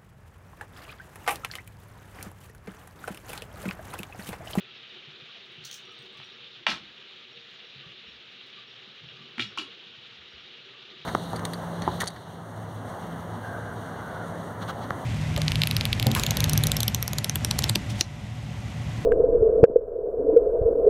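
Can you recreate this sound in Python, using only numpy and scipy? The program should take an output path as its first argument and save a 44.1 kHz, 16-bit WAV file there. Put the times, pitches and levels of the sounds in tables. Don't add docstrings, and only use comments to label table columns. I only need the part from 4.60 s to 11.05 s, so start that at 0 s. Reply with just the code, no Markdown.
import sys
import numpy as np
from scipy import signal
from scipy.fft import rfft, irfft
from scipy.io import wavfile
from scipy.ndimage import uniform_filter1d, minimum_filter1d

SR = 44100
rng = np.random.default_rng(int(sys.argv[2]) if len(sys.argv) > 2 else 0)


def pcm_store(signal):
    levels = np.round(np.clip(np.atleast_2d(signal), -1, 1) * 32767)
    wavfile.write(sys.argv[1], SR, levels.astype(np.int16).T)


N = 284445


def amp(db):
    return 10 ** (np.asarray(db) / 20)


def unit_rms(x):
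    return x / np.sqrt(np.mean(x ** 2) + 1e-20)


def at_hz(curve, hz):
    curve_hz, values = np.transpose(curve)
    return np.interp(np.log(hz), np.log(curve_hz), values)


def drift(rate_hz):
    step = 40
    pole = np.exp(-2 * np.pi * rate_hz * step / SR)
    slow = signal.lfilter([1], [1, -2 * pole, pole ** 2], rng.standard_normal(N // step + 2002))[2000:]
    return np.interp(np.arange(N) / step, np.arange(len(slow)), unit_rms(slow))


def ring(x, hz, t60_s):
    radius, angle = amp(-60 / (t60_s * SR)), 2 * np.pi * hz / SR
    return signal.lfilter([0, np.sin(angle)], [1, -2 * radius * np.cos(angle), radius ** 2], x + 1e-18)


def resonate(x, hz, width_hz):
    return ring(x, hz, t60_s=np.log(1000) / (np.pi * width_hz))


def impulses(start_s, heights):
    out = np.zeros(np.shape(heights)[:-1] + (N,))
    out[..., (np.asarray(start_s) * SR).astype(int)] = heights
    return out


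def noise_spectrum(colour, size):
    hz = np.maximum(np.fft.rfftfreq(size, 1 / SR), 1)
    return rfft(rng.standard_normal(size)) * amp(at_hz(colour, hz)), hz


def noise_bands(colour, size):
    bins, hz = noise_spectrum(colour, size)
    for centre_hz in 22 * 2 ** np.arange(0, 10, .5):
        offset = np.clip(2 * np.log2(hz / centre_hz), -1, 1)
        yield centre_hz, irfft(bins * np.cos(np.pi * offset / 2) ** 2, size)


def swell(start_s, level_db, hz, t60_s, width_hz, rise_s):
    t = np.arange(SR // 2) / SR
    noise = rng.standard_normal(3 * SR // 4)
    tone = resonate(resonate(noise, hz, width_hz), hz, width_hz)[-len(t):]
    envelope = (1 - np.exp(-(t / rise_s) ** 2)) * amp(level_db - 60 * t / t60_s)
    sound = unit_rms(envelope * tone) * np.sqrt(np.mean(envelope ** 2))
    return np.pad(sound, (int(start_s * SR), N))[:N]


# freq_hz, density_db
FAN_WHIRR = [(15, -64), (30, -21), (60, -19), (85, -20.5), (130, -4), (175, -11.5), (210, -4), (280, -14),
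             (380, -10), (480, -9), (600, -13.5), (1050, -15.5)]
FAN_HISS = [(1200, -9), (2100, -7.5), (2900, 0), (3800, -1), (4600, -14), (5800, -24), (7000, -32.5),
            (8000, -48), (13700, -55.5), (14800, -47), (16000, -43)]
# centre_hz, width_hz, rms_db, waver_db
FAN_BANDS = [(121.4, 6.2, -76.5, 4.5), (378.7, 36, -65, 4), (470, 5.4, -71, 4)]

def fan(hiss_rms_db=-48.5):
    common_db = 0.69 * drift(25)
    hiss = sum(band * amp(common_db + 1.26 * drift(18))
               for _, band in noise_bands(FAN_WHIRR + FAN_HISS, N))
    out = amp(hiss_rms_db) * unit_rms(hiss)
    for centre_hz, width_hz, rms_db, waver_db in FAN_BANDS:
        narrow = resonate(rng.standard_normal(N), centre_hz, width_hz)
        out += amp(rms_db) * unit_rms(narrow * amp(waver_db * drift(4.1)))
    return out


# centre_hz, gain_db, t60_s
SHIMMER_BANDS = [(4550, -63, .04), (4760, -62, 0.069), (5470, -67, .05), (5700, -71, .04),
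                 (6400, -75.5, .04), (6800, -75.5, 0.054), (7100, -78, .03)]

def shimmer(puffs_per_s=5.6):
    out, window = 0, np.hanning(1800)
    for centre_hz, gain_db, t60_s in SHIMMER_BANDS:
        triggers = (rng.random(N) < puffs_per_s / SR) * amp(2 * rng.standard_normal(N))
        envelope = signal.fftconvolve(triggers, window)[:N] / np.sqrt(np.sum(window ** 2))
        out += amp(gain_db) * ring(envelope * rng.standard_normal(N), centre_hz, t60_s)
    return out


# start_s, level_db, pitch_hz
FAINT_TONES = [(0.679, -56.5, 1186), (.74, -57, 693), (1.269, -48.5, 1248), (1.27, -59, 5650),
               (1.53, -52, 1170), (1.63, -59, 5650), (2.70, -62, 5500), (3.03, -60, 5540),
               (3.23, -53, 1175), (3.46, -60, 5480), (3.96, -49.5, 1190), (4.06, -60, 5510),
               (4.47, -61.5, 5430), (4.56, -52, 1170), (4.85, -53, 5450), (5.669, -61, 5550),
               (5.78, -64, 5500), (6.13, -54, 1180), (6.309, -56, 1180)]

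def faint_tones():
    return sum(swell(start_s, level_db, pitch_hz, t60_s=0.26, width_hz=62, rise_s=0.016)
               for start_s, level_db, pitch_hz in FAINT_TONES)


# freq_hz, t60_s
ROOM_DECAY = [(100, .5), (500, 0.23), (2500, 0.25), (6000, 0.2), (15000, 0.15)]

def room(send, gain_db=-1, build_s=0.0055):
    t = np.arange(SR // 2) / SR
    flat = [(20, 0), (20000, 0)]
    echoes = sum(band * amp(-60 * t / at_hz(ROOM_DECAY, hz)) for hz, band in noise_bands(flat, len(t)))
    echoes *= 1 - np.exp(-(t / build_s) ** 2)
    echoes /= np.sqrt(np.sum(echoes ** 2))
    return amp(gain_db) * signal.fftconvolve(send, echoes)[:N]


# start_s, level_db, pitch_hz, t60_s
TABLE_THUDS = [(.47, -51, 143, 0.34), (.618, -50, 148, .17), (.976, -48, 142, 0.27), (1.03, -49, 143, .15),
               (1.389, -49.5, 140.7, .15), (1.584, -48.5, 131, 0.23), (2.073, -47, 330, 0.64),
               (2.084, -39, 224, 0.24), (2.118, -43.5, 191, .24), (3.15, -49.5, 138, .3),
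               (3.259, -45.5, 147, 0.15), (3.46, -54, 65, .3), (4.27, -54.5, 211, .23),
               (4.41, -50.5, 145, .9), (4.518, -54, 475, 0.16), (4.59, -54, 221, .29),
               (4.776, -33.5, 240, 0.18), (4.79, -37, 330, 0.15), (4.79, -43.5, 120, 0.55),
               (4.84, -44.5, 201, 0.26), (4.986, -38, 278.3, 0.15), (5.017, -47, 374, 0.16),
               (5.37, -53, 131.5, 0.2), (5.58, -53.5, 79, 0.2), (5.73, -51.5, 69, 0.26),
               (6.059, -54, 416, .35), (6.311, -52, 362, 0.42), (6.40, -53.5, 148, .3)]

def table_thuds(width_ratio=0.17, rise_cycles=0.95):
    return sum(swell(start_s, level_db, pitch_hz, t60_s, width_ratio * pitch_hz, rise_cycles / pitch_hz)
               for start_s, level_db, pitch_hz, t60_s in TABLE_THUDS)


def struck_modes(start_s, level_db, pitch_hz, modes, spread_oct, send_db):
    out = 0
    scatter_db = 2 * rng.standard_normal((len(start_s), len(modes)))
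    for k, (mode_hz, gain_db, t60_s) in enumerate(modes):
        detune = np.log2(mode_hz / pitch_hz) / spread_oct
        height = amp(level_db + gain_db - 17.8 * detune ** 2 + scatter_db[:, k]) * (-1) ** k
        out += ring(impulses(start_s, [height, height * amp(send_db)]), mode_hz, t60_s)
    return out


def contact_noise(start_s, level_db, colour, t60_s, direct_db, send_db):
    bins, _ = noise_spectrum(colour, N)
    noise = unit_rms(irfft(bins, N))
    blows = impulses(start_s, amp([level_db + direct_db, level_db + send_db]))
    envelope = signal.lfilter([1], [1, -amp(-60 / (t60_s * SR))], blows)
    return noise * uniform_filter1d(envelope, size=40, origin=19)


# start_s, ring_db, pitch_hz, grit_db
TIP_TICKS = [(.855, -70, 9000, -66), (.965, -72, 8400, -72), (1.040, -37, 4000, -56),
             (1.048, -42.5, 4170, -42), (1.051, -33, 6360, -35), (1.075, -51, 8400, -52),
             (1.112, -47, 3300, -38.5), (1.128, -37, 5750, -41), (1.141, -37, 6450, -37),
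             (1.162, -58, 9050, -51), (1.252, -49, 5700, -63), (1.319, -63, 8200, -62),
             (1.388, -48, 8300, -61), (1.422, -65, 15000, -61), (1.527, -61, 8200, -70),
             (1.572, -67, 8340, -58), (1.645, -65, 8400, -66), (2.909, -77, 10800, -67),
             (3.866, -70, 12200, -65), (4.986, -43.5, 10000, -66), (5.018, -47, 9900, -78)]
# freq_hz, gain_db, t60_s
METAL_MODES = [(3220, 13, 0.033), (4350, 10.5, 0.014), (5640, -5.5, 0.056), (6400, -5, 0.022),
               (7250, -3, 0.022), (8350, -10.5, 0.028), (9970, -16, 0.061), (10770, -8, 0.013),
               (12700, -8, 0.016), (14900, -2, .012)]
# freq_hz, density_db
GRIT_COLOUR = [(2500, -24), (4000, 0), (5200, -2), (6300, 3.5), (7500, -6), (10500, -12), (13500, -24),
               (14800, -8), (16000, -4.5)]

def screwdriver(graze_count=5, turning_s=(.75, 1.75), graze_hz=(8200, 10800), send_db=-1):
    when, force, pitch = rng.random((graze_count, 3)).T
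    force_db = 4 * (2 * force - 1)
    grazes = [np.interp(when, [0, 1], turning_s), -68 + force_db,
              np.interp(pitch, [0, 1], graze_hz), -69 + force_db]
    start_s, ring_db, pitch_hz, grit_db = np.hstack([np.transpose(TIP_TICKS), grazes])
    metal = struck_modes(start_s, ring_db, pitch_hz, METAL_MODES, spread_oct=0.16, send_db=send_db)
    grit = contact_noise(start_s, grit_db, GRIT_COLOUR, t60_s=0.026, direct_db=0, send_db=send_db)
    return metal + grit


# start_s, level_db, pitch_hz, spread_oct, crack_db
BOARD_KNOCKS = [(1.599, -47.5, 1500, 2.1, -78), (2.066, -15, 1670, 1.92, -19), (2.068, -32, 696, .34, -52),
                (2.076, -33, 2400, .9, -42), (2.093, -38, 2300, 1, -26), (2.102, -37, 2970, 0.38, -22),
                (2.116, -29, 1490, 0.97, -45), (4.487, -41, 2950, 0.49, -80),
                (4.78, -33, 1740, 1.22, -36.5), (4.795, -24, 2030, 1.1, -29.5),
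                (4.803, -30, 3680, 0.64, -32), (4.812, -41, 3030, 0.85, -31.5), (4.822, -31, 3340, .9, -42),
                (4.974, -20.5, 1157, 0.4, -28), (4.977, -31.5, 2600, 0.37, -56),
                (4.984, -23.5, 2860, 0.27, -29), (4.995, -36, 2650, 1, -45)]
# freq_hz, gain_db, t60_s
BOARD_MODES = [(636, 2.5, 0.029), (720, 2.5, 0.036), (897, 4.5, 0.015), (1099, -4.5, 0.045),
               (1140, -4.5, 0.013), (1300, 2.5, .02), (1414, 3, 0.013), (1557, 1.5, 0.016),
               (1895, 4.5, 0.013), (2130, -1, 0.021), (2370, 2.5, 0.028), (2555, 2, 0.021),
               (2636, 6.5, 0.012), (2886, 4, 0.023), (3027, 0.5, 0.022), (3322, 5, 0.024),
               (3670, 2.5, 0.019), (3830, 5, 0.014), (4220, -1.5, .01), (4530, -24, 0.0088),
               (4700, -6, .01)]
# freq_hz, density_db
CRACK_COLOUR = [(2500, -10.5), (4000, 2), (6500, -12), (7300, -14), (8500, -27.5), (10300, -25),
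                (13300, -43), (15000, -28), (16000, -39)]

def board_knocks(send_db=-6):
    start_s, level_db, pitch_hz, spread_oct, crack_db = np.transpose(BOARD_KNOCKS)
    body = struck_modes(start_s, level_db, pitch_hz, BOARD_MODES, spread_oct, send_db)
    body = signal.sosfilt(signal.butter(4, [570, 5200], "band", fs=SR, output="sos"), body)
    crack = contact_noise(start_s, crack_db, CRACK_COLOUR, t60_s=0.031, direct_db=-7.5, send_db=send_db)
    return body + crack


def scene():
    direct, send = board_knocks() + screwdriver()
    return (direct + table_thuds() + faint_tones() + room(send) + fan() + shimmer())[None]


LIMIT_DB, LOOK_AHEAD_S, RELEASE_DB_PER_S = -9, 0.015, 104
LOW_CUT_HZ, HIGH_CUT_HZ = 60, 16250

def record(dry):
    mic = signal.sosfilt(signal.butter(3, LOW_CUT_HZ, "high", fs=SR, output="sos"), dry)
    over_db = np.maximum(20 * np.log10(np.abs(mic[0]) + 1e-9) - LIMIT_DB, 0)
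    ramp_db = RELEASE_DB_PER_S * np.arange(N) / SR
    held_db = np.maximum.accumulate(over_db + ramp_db) - ramp_db
    ahead = int(LOOK_AHEAD_S * SR)
    coming_db = -minimum_filter1d(-over_db, ahead, origin=-(ahead // 2))
    reduction_db = uniform_filter1d(np.maximum(held_db, coming_db), size=128)
    high_cut = signal.cheby2(20, 60, HIGH_CUT_HZ, fs=SR, output="sos")
    return signal.sosfilt(high_cut, mic * amp(-reduction_db))


dry = scene()
out = record(dry)
pcm_store(out)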